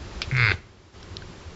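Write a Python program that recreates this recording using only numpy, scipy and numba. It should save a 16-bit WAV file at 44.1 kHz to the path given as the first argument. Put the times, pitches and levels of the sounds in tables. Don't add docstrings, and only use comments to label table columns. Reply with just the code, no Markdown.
import sys
import numpy as np
from scipy import signal
from scipy.fft import rfft, irfft
from scipy.io import wavfile
from scipy.ndimage import uniform_filter1d
from numba import njit

SR = 44100
rng = np.random.default_rng(int(sys.argv[2]) if len(sys.argv) > 2 else 0)


def master_out(mix):
    frames = np.transpose(np.atleast_2d(mix))
    ceiling = np.clip(frames, -1, 1)
    pcm = np.round(ceiling * 32767).astype(np.int16)
    wavfile.write(sys.argv[1], SR, pcm)


N = 68355
GLIDE_S = (.45, .52)


def undb(db):
    return 10 ** (np.asarray(db) / 20)


def curve(rows, t, column=1):
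    rows = np.array(rows)
    return np.interp(t, rows[:, 0], rows[:, column])


def unit(x):
    return x / np.std(x)


def colour(x, points):
    size = 2 * N
    hz, db = np.array(points).T
    bins_hz = np.maximum(np.arange(N + 1) * SR / size, 1)
    cepstrum = irfft(np.log(undb(np.interp(np.log(bins_hz), np.log(hz), db))))
    cepstrum[1:N] *= 2
    cepstrum[N + 1:] = 0
    return irfft(rfft(x, size) * np.exp(rfft(cepstrum)))[:N]


def noise(points):
    return unit(colour(rng.standard_normal(N), points))


def ring(x, hz, width_hz):
    return signal.lfilter(*signal.iirpeak(hz, hz / width_hz, fs=SR), x)


@njit
def resonate(x, hz, width_hz):
    out, z = np.empty(len(x)), 0j
    for i in range(len(x)):
        z = z * np.exp((2j * hz[i] - width_hz[i]) * np.pi / SR) + x[i] + 1e-18
        out[i] = z.real * 2 * np.pi / SR
    return out


def lowpass(x, hz):
    return signal.sosfiltfilt(signal.butter(4, hz, fs=SR, output="sos"), x, padtype="even")


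def drift(rate_hz):
    hold = int(SR / rate_hz)
    steps = np.repeat(rng.standard_normal(N // hold + 1), hold)
    return unit(uniform_filter1d(steps, hold)[:N])


def gate(t, start_s, end_s, fade_samples):
    return uniform_filter1d(1. * ((t > start_s) & (t < end_s)), fade_samples)


def clicks(times, sizes):
    out = np.zeros(N)
    for at_s, size in zip(times, sizes):
        i = int(at_s * SR) + np.arange(-8, 9)
        out[i] += size * np.sinc(i - at_s * SR) * np.hanning(len(i))
    return out


def knock(t, peak_s, level_db, pitch_hz, width_s):
    age = t - peak_s
    return undb(level_db) * np.exp(-(age / width_s) ** 2) * np.cos(2 * np.pi * pitch_hz * age)


def background(t):
    # freq_hz, gain_db
    forest_eq = [(15, -41.5), (25, 1), (43, -5), (87, 0.5), (133, -9), (186, -7.5), (273, -14.5), (364, -9),
                 (474, -15.5), (522, -14.5), (662, -19), (1040, -18), (1940, -23), (4710, -26.5),
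                 (7600, -33), (9880, -91.5), (16700, -120)]
    # time_s, bass_db, treble_db
    ride = [(0, 4, 2), (.3, 6.5, 4.5), (.53, 11, 6), (.60, -1, -6.5), (.70, -7.5, -9), (.925, -12, -9.5),
            (.95, -2, -2.5), (1.1, 1.5, -0.5), (1.55, -1.5, -0.5)]
    bed = undb(-42) * noise(forest_eq)
    rumble = lowpass(bed, 200)
    hiss = bed - rumble
    drone_hz, width_hz = 364, 64
    drone = undb(-57.5) * unit(ring(ring(rng.standard_normal(N), drone_hz, width_hz), drone_hz, width_hz))
    flutter_db = drift(rate_hz=18)
    return rumble * undb(curve(ride, t) + flutter_db) + (hiss + drone) * undb(curve(ride, t, column=2))


def woods(x, t):
    t60_s, predelay_s, wet_db = .36, .02, -22
    tail = rng.standard_normal(N) * np.exp(-np.log(1000) * t / t60_s) * (t > predelay_s)
    return x + undb(wet_db) * signal.fftconvolve(x, tail / np.linalg.norm(tail))[:N]


def hooves(t):
    # peak_s, level_db, pitch_hz, width_s
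    thuds = [(0.078, -33, 45.3, 0.0092), (.178, -27, 57.6, .018), (1.123, -34, 86.5, 0.014),
             (1.305, -36, 200, 0.0058), (1.475, -37, 85.4, 0.022)]
    return sum(knock(t, *thud) for thud in thuds)


def twigs(t):
    # start_s, level_db, low_hz, low_db, high_hz, high_db, splinter_db, splinter_decay_s
    snaps = [(.2182, -24.5, 2436, 6.5, 5320, 6.5, -22.5, 0.012),
             (0.227, -33.5, 2500, 18, 3410, 10, -10.5, 0.0089),
             (0.3683, -39, 5400, -7.5, 6550, 12, -8, 0.0094), (1.029, -47.5, 1800, 9, 5500, 9, -11, 0.0054),
             (1.1688, -33.5, 4070, 12, 5560, 16, -38, 0.0022),
             (1.2212, -44.5, 1540, 18, 4270, -2, -15, 0.0046)]
    # freq_hz, gain_db
    wood_eq = [(300, -27), (1000, -20.5), (1500, -2.5), (2000, -11.5), (2500, -5), (3600, -1), (4600, -4),
               (5400, -9.5), (6000, -16.5), (7500, -27.5)]
    ring_q, span_s = 9, .01
    out = np.zeros(N)
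    for start_s, level_db, low_hz, low_db, high_hz, high_db, splinter_db, splinter_decay_s in snaps:
        age = np.maximum(t - start_s, 0)
        crack_decay_s = min(.0013, splinter_decay_s / 4.4)
        crack = undb(-7) * np.exp(-age / crack_decay_s)
        splinter = undb(splinter_db + 2 * drift(rate_hz=980)) * np.exp(-age / splinter_decay_s)
        tearing = rng.standard_normal(N) * (crack + splinter) * (t >= start_s)
        snap = colour(clicks([start_s], [1]) + tearing, wood_eq)
        snap = (snap + undb(low_db) * ring(snap, low_hz, low_hz / ring_q)
                + undb(high_db) * ring(snap, high_hz, high_hz / ring_q))
        out += undb(level_db) * snap / np.sqrt(np.sum(snap ** 2) / (span_s * SR))
    return out


def vocal_folds(t):
    # time_s, pitch_hz
    pitch = [(.313, 133), (.36, 129), (.395, 125.3), (.427, 118.8), (.445, 111.5), (.465, 108), (.50, 96.8),
             (.515, 91), (.56, 91)]
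    # time_s, level_db
    force = [(.313, -10.5), (.335, -20), (.352, -8), (.385, -5), (.432, -1), (.48, -1), (.505, -3.5),
             (.52, 0.5)]
    start_s, end_s = .3133, .524
    uneven_db, uneven_lag_s, shimmer_db, jitter_s = 2, .0008, .4, .00005
    phase = np.cumsum(curve(pitch, t)) / SR
    phase -= np.interp(start_s, t, phase)
    cycle = np.arange(int(np.interp(end_s, t, phase)) + 1)
    shut_s = np.interp(cycle, phase, t)
    shimmer, jitter = rng.standard_normal((len(cycle), 2)).T
    uneven = (shut_s < .40) * (cycle > 1) * (-1) ** cycle
    sizes = undb(curve(force, shut_s) - uneven_db * uneven + shimmer_db * shimmer)
    closures = clicks(shut_s + uneven_lag_s * uneven / 2 + jitter_s * jitter, sizes)
    effort = undb(curve(force, t)) * gate(t, start_s, end_s, fade_samples=200)
    return closures, phase, effort


def puff(t):
    # freq_hz, gain_db
    puff_eq = [(200, -14.5), (700, -6), (1400, -2), (2500, 3), (3000, -9), (3500, 1), (4800, -13),
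               (5600, -34), (7500, -43)]
    peak_s, width_s = .529, .011
    return undb(-32) * np.exp(-((t - peak_s) / width_s) ** 2) * noise(puff_eq)


def wheeze(effort, t):
    # freq_hz, gain_db
    wheeze_eq = [(2000, -33), (3100, -12), (3500, -3), (3950, -5.5), (4400, -0.5), (5050, -2.5),
                 (5350, -24), (7500, -44.5)]
    return undb(-38) * effort * (t > .377) * noise(wheeze_eq)


def rasp(effort, phase, t):
    lead_cycles, width_cycles, burst_db, steady_db = .17, .09, -14.5, -40
    offset = (phase + lead_cycles + .5) % 1 - .5
    bursts = np.exp(-(offset / width_cycles) ** 2) * np.interp(t, GLIDE_S, [0, 1])
    return effort * (undb(burst_db) * bursts + undb(steady_db)) * rng.standard_normal(N)


def throat(source, phase, t):
    # freq_hz, gain_db
    throat_eq = [(150, -34), (300, -31.5), (430, -16.5), (680, -26), (1000, -14.5), (1330, -4.5), (1500, 1),
                 (1830, -3), (2100, -3.5), (2420, -1), (2700, -8), (3000, -27), (3500, -12.5), (3900, -16),
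                 (4250, -12.5), (5050, -19.5), (5350, -49), (7500, -60)]
    # early_hz, late_hz, width_hz, early_db, late_db
    rings = [(2130, 2090, 93, 8.5, 0.5), (1300, 490, 100, -6, 14), (490, 480, 45, 9, 4)]
    body = colour(source, throat_eq)
    glide = np.interp(t, GLIDE_S, [0, 1])
    folds_open = (phase % 1 > .54) * (phase % 1 < .95)
    voice = body
    for early_hz, late_hz, width_hz, early_db, late_db in rings:
        centre_hz = early_hz + (late_hz - early_hz) * glide
        damping_hz = 1400 * folds_open * early_hz / rings[0][0]
        ringing = width_hz * resonate(body, centre_hz, width_hz + damping_hz)
        gain = undb(early_db + (late_db - early_db) * glide)
        voice = voice + gain * ring(ringing, (early_hz + late_hz) / 2, (early_hz + late_hz) / 3)
    return voice


def mouth(voice, t):
    opening_s, shut_db = (.345, .39), -15
    nasal = lowpass(voice, hz=2950) - lowpass(voice, hz=1320)
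    return nasal + (voice - nasal) * undb(np.interp(t, opening_s, [shut_db, 0]))


def chest(phase, t):
    # time_s, level_db
    weight = [(.312, -57), (.326, -18.5), (.385, -22), (.443, -17.5), (.465, -24.5), (.512, -25),
              (.527, -51.5), (.541, -21), (.565, -47.5)]
    lag_cycles, octave_db = .059, -30.5
    angle = 2 * np.pi * (phase - lag_cycles)
    envelope = gate(t, weight[0][0], weight[-1][0], fade_samples=300) * undb(curve(weight, t))
    return envelope * (np.cos(angle) + undb(octave_db) * np.cos(2 * angle))


def deer(t):
    closures, phase, effort = vocal_folds(t)
    breath = puff(t)
    source = rasp(effort, phase, t) - 2 * closures
    voice = mouth(undb(12.5) * throat(source, phase, t), t)
    throat_closing = knock(t, peak_s=.5178, level_db=-25, pitch_hz=405, width_s=.0031)
    return voice + wheeze(effort, t) + breath + throat_closing, chest(phase, t)


def scene():
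    t = np.arange(N) / SR
    grunt, fundamental = deer(t)
    return (woods(grunt + twigs(t), t) + fundamental + hooves(t) + background(t))[None]


def record(dry):
    low_cut_hz, high_cut_hz = 22, 7650
    low_cut = signal.butter(2, low_cut_hz, "high", fs=SR, output="sos")
    high_cut = signal.ellip(10, .1, 50, high_cut_hz, fs=SR, output="sos")
    trimmed = signal.sosfiltfilt(low_cut, dry, padtype="even")
    return signal.sosfiltfilt(high_cut, trimmed, padtype="even")


dry = scene()
out = record(dry)
master_out(out)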